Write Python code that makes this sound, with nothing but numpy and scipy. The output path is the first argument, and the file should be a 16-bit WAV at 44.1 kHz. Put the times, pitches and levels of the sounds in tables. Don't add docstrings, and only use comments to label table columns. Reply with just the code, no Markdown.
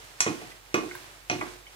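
import sys
import numpy as np
from scipy import signal
from scipy.fft import rfft, irfft
from scipy.io import wavfile
from scipy.ndimage import uniform_filter1d

SR = 44100
rng = np.random.default_rng(int(sys.argv[2]) if len(sys.argv) > 2 else 0)


def to_wav(sig):
    pcm = np.clip(np.atleast_2d(sig), -1, 1) * 32767
    pcm = np.round(pcm).astype(np.int16)
    wavfile.write(sys.argv[1], SR, pcm.T)


N = 77175

BANDS_HZ = (140, 330, 500, 720, 1150, 2400, 4200, 6800, 12500)
# (frequency [Hz], t60 [s])
ROOM_T60 = [(150, 0.51), (1500, 0.28), (14000, 0.34)]
# (frequency [Hz], share of power [0-1])
COMMON_SHARE = [(60, 0.77), (1500, 0.29), (8000, 0.067), (14000, 0.024)]
# (frequency [Hz], left minus right [dB])
MIC_BALANCE = [(100, -5.5), (1000, -2.5), (6000, -4), (13000, 0)]
# (frequency [Hz], relative level [dB])
SIZZLE_TONE = [(82, -50), (140, -55), (445, -13), (481, -39), (1230, -31), (3600, -25.5), (15100, 4),
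               (16400, -22)]
# (time [s], level [dB])
SLIDE_LEVEL = [(0, -49), (0.188, -50), (0.3, -44), (0.5, -47), (0.62, -53), (0.74, -51), (0.8, -46),
               (1.03, -46), (1.272, -53.5), (1.33, -44), (1.5, -46), (1.63, -53), (1.75, -50)]
# (frequency [Hz], relative level [dB])
SLIDE_TONE = [(120, -1.5), (200, -18.5), (329, -10.5), (620, -9), (1950, -9.5), (9000, -19), (12000, -24.5),
              (15600, -33.5), (22000, -120)]
# (time [s], level [dB], first mode [Hz], second mode [Hz])
SHELL_CLICKS = [(0.514, -41, 2000, 2410), (0.9113, -33, 2154, 1510), (0.951, -35, 1580, 1034),
                (1.4115, -26.5, 2224, 2010), (1.667, -39.5, 2213, 3040)]
PAN_HZ = (116, 165, 220, 280, 305, 358, 455, 716, 872, 1075, 1165, 1384, 2155, 2484, 2545, 2890, 3365, 4177,
          5870, 6570, 7290, 8150)
PAN_DB = (-2, -3.5, -5.5, -14.5, -1.5, 2, -8.5, 4, 1.5, -7, 0.5, 2, 12.5, 8.5, 1, -8, -5, -10, 8, -1, -22,
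          -11.5)
PAN_T60_S = (0.25, 0.17, 0.1, 0.091, 0.13, 0.14, 0.27, 0.088, 0.1, 0.16, 0.089, 0.045, 0.026, 0.072, 0.049,
             0.18, 0.11, 0.14, 0.012, 0.032, 0.041, 0.09)
# (frequency [Hz], t60 [s])
CRACK_T60 = [(140, 0.097), (700, 0.12), (2400, 0.15), (7000, 0.08)]
# (time [s], relative levels at 330, 140 and 720 Hz [dB])
ROCKS = [(0.289, -22.5, -40, -67), (0.307, -29.5, -44, -54), (0.332, -47, -65, -64),
         (0.412, -40.5, -63, -44.5), (0.433, -59, -45, -55), (0.768, -25, -42.5, -41),
         (0.78, -26.5, -68, -39), (0.83, -29.5, -84, -47), (0.8462, -34, -53, -53),
         (1.323, -37.5, -45, -39), (1.343, -31, -34.5, -49), (1.387, -42.5, -52, -57),
         (1.4132, -33, -47.5, -66), (1.4551, -40, -55.5, -53)]
# (time [s], tick gain [dB], ring gain [dB], nine relative band levels, low to high [dB])
BLOWS = [(0.2044, -9.5, 0, -49, -41.5, -47, -38.5, -29, -28, -26.5, -14.5, -35.5),
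         (0.2626, -43, -3.5, -38.5, -22, -29.5, -27.5, -24.5, -35.5, -49, -45, -60),
         (0.277, -38, 0.5, -31, -58, -50, -39, -60, -38.5, -42, -48, -63),
         (0.742, -11, 1.5, -45, -24, -26, -32.5, -28.5, -30, -34.5, -34.5, -35),
         (0.756, -49, 3, -41, -42, -32, -45, -28, -67, -41, -69, -57),
         (1.298, -9.5, 5, -40, -41.5, -57, -34.5, -36, -33.5, -39, -35, -70),
         (1.313, -42, 0.5, -54, -28.5, -36, -35, -92, -34.5, -35, -60, -60),
         (1.411, -61, -12, -69, -46, -42, -33.5, -27.5, -40, -63, -49, -62)]

RISE_S = .00061
TIME_S, BIN_HZ = np.arange(N) / SR, np.arange(N // 2 + 1) * SR / N


def undb(db):
    return 10 ** (np.asarray(db) / 20)


def level(x, db):
    return x * undb(db) / np.sqrt(np.mean(x ** 2))


def at(table, hz):
    table = np.array(table, float)
    return np.interp(np.log(np.maximum(hz, 1)), np.log(table[:, 0]), table[:, 1])


def fade(t, t60):
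    return np.exp(-np.log(1000) * t / t60)


def smooth(x, size):
    return uniform_filter1d(uniform_filter1d(x, size), size)


def wander(rate_hz):
    step = int(SR / rate_hz)
    return np.sqrt(2) * smooth(np.repeat(rng.standard_normal(N // step + 1), step), step)[:N]


def noise_bands(size):
    hz = np.arange(size // 2 + 1) * SR / size + 1
    spectrum = rfft(rng.standard_normal(size)) / (1 + (100 / hz) ** 4)
    shapes = [np.interp(np.log(hz), np.log(BANDS_HZ), row) for row in np.eye(len(BANDS_HZ))]
    parts = irfft(spectrum * shapes, size)
    return parts / parts.std(axis=1, keepdims=True)


def mic_pair(x, lag_s=.0002604):
    return np.array([x, irfft(rfft(x) * np.exp(-2j * np.pi * BIN_HZ * lag_s), N)])


def diffuse(common, left, right, tone):
    share = at(COMMON_SHARE, BIN_HZ)
    gain = undb(at(tone, BIN_HZ)) / (1 + (100 / (BIN_HZ + 1)) ** 4)
    shared = mic_pair(irfft(rfft(common) * gain * np.sqrt(share), N))
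    return shared + irfft(rfft([left, right]) * gain * np.sqrt(1 - share), N)


def mains_hum(hz=49.2, db=-60.5):
    amplitude = np.sqrt(2) * undb(db + 3 * wander(5.4))
    return amplitude * np.sin(2 * np.pi * hz * TIME_S + .13 * wander(9.4))


def drone(hz=102, width_hz=9.6, db=-71.5):
    band = np.exp(-((BIN_HZ - hz) / width_hz) ** 2)
    return level(irfft(rfft(rng.standard_normal(N)) * band, N), db)


def tiled_room(x, db=-7, rise_s=.004, size=32768):
    t = np.arange(size) / SR
    t60 = at(ROOM_T60, BANDS_HZ)[:, None]
    weight = np.sqrt(np.array(BANDS_HZ)[:, None] / t60)
    envelope = weight * fade(t, t60) * np.clip(t / rise_s, 0, 1)
    tails = [(noise_bands(size) * envelope).sum(axis=0) for _ in range(2)]
    return np.array([signal.fftconvolve(x, undb(db) * h / np.linalg.norm(h))[:N] for h in tails])


def sizzle(db=-65.5):
    hiss = diffuse(*rng.standard_normal((3, N)), SIZZLE_TONE)
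    return level(hiss, db) * undb(.4 * wander(6))


def rubbing_grains(per_s=2000, spread_db=3):
    hits = (rng.random(N) < per_s / SR) * undb(spread_db * rng.exponential(size=N))
    density = np.abs(uniform_filter1d(hits, size=60)) * SR / per_s
    return rng.standard_normal(N) * (1 + np.sqrt(density))


def slide():
    pair = diffuse(rubbing_grains(), rubbing_grains(), rubbing_grains(), SLIDE_TONE)
    times, db = np.array(SLIDE_LEVEL).T
    return level(pair, 0) * undb(np.interp(TIME_S, times, db) + .6 * wander(15))


def oil_spit(start_s=.951, db=-32.5, t60_s=.054, size=4096):
    out, i = np.zeros(N), int(start_s * SR)
    highpass = signal.butter(6, 11800, "high", fs=SR, output="sos")
    burst = signal.sosfilt(highpass, rng.standard_normal(size))
    out[i:i + size] = undb(db) * burst * fade(np.arange(size) / SR, t60_s)
    return out


def shell_clicks(t60_s=.05, roughness=3, second_mode_db=-4, size=4096):
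    out, t = np.zeros(N + size), np.arange(size) / SR
    envelope = np.clip(t / RISE_S, 0, 1) * fade(t, t60_s)
    for start_s, db, *hz in SHELL_CLICKS:
        rough = 1 + roughness * smooth(rng.standard_normal((2, size)), 40)
        modes = rough * np.sin(2 * np.pi * np.outer(hz, t))
        i = int(start_s * SR)
        out[i:i + size] += undb(db) * envelope * (undb([0, second_mode_db]) @ modes)
    return out[:N]


def pan_contact(start_s, tick_db, ring_db, band_db, rise_s, size=16384):
    out, t = np.zeros(N + size), np.arange(size) / SR
    hz, t60 = np.array([PAN_HZ, PAN_T60_S], float)
    modes = np.sin(2 * np.pi * hz[:, None] * t) * fade(t, t60[:, None])
    mode_db = ring_db + np.array(PAN_DB) + at(list(zip(BANDS_HZ, band_db)), hz)
    ring = undb(mode_db) @ modes
    crack_bands = noise_bands(size) * fade(t, at(CRACK_T60, BANDS_HZ)[:, None])
    crack = undb(np.array(band_db) - 5) @ crack_bands
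    tick = undb(tick_db - 9.5) * np.sin(2 * np.pi * 5850 * t) * fade(np.abs(t - RISE_S), t60=.005)
    attack = np.clip(t / rise_s, 0, 1) ** 2
    i = int(start_s * SR)
    out[i:i + size] = attack * (ring + crack + tick)
    return out[:N]


def pan_rocking(dip_db=-3.5, per_band_db=-2.5):
    out = np.zeros(N)
    for start_s, low, deep, mid in ROCKS:
        upper_bands = mid + per_band_db * np.arange(6)
        band_db = [deep, low, (low + mid) / 2 + dip_db, *upper_bands]
        out += pan_contact(start_s, tick_db=-np.inf, ring_db=2, band_db=band_db, rise_s=.0051)
    return out


def spatula_blows():
    return sum(pan_contact(start_s, tick_db, ring_db, band_db, RISE_S)
               for start_s, tick_db, ring_db, *band_db in BLOWS)


def scene():
    low_cut = signal.butter(4, 95, "high", fs=SR, output="sos")
    pan = signal.sosfilt(low_cut, spatula_blows() + pan_rocking())
    food = shell_clicks() + oil_spit()
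    direct = mic_pair(pan) + mic_pair(food, lag_s=.0001)
    return direct + tiled_room(pan + food) + slide() + sizzle() + mic_pair(mains_hum() + drone())


def record(dry):
    half_db = at(MIC_BALANCE, BIN_HZ) / 2
    picked_up = irfft(rfft(dry) * undb([half_db, -half_db]), N)
    return signal.sosfilt(signal.ellip(8, .2, 70, 16100, fs=SR, output="sos"), picked_up)


dry = scene()
out = record(dry)
to_wav(out)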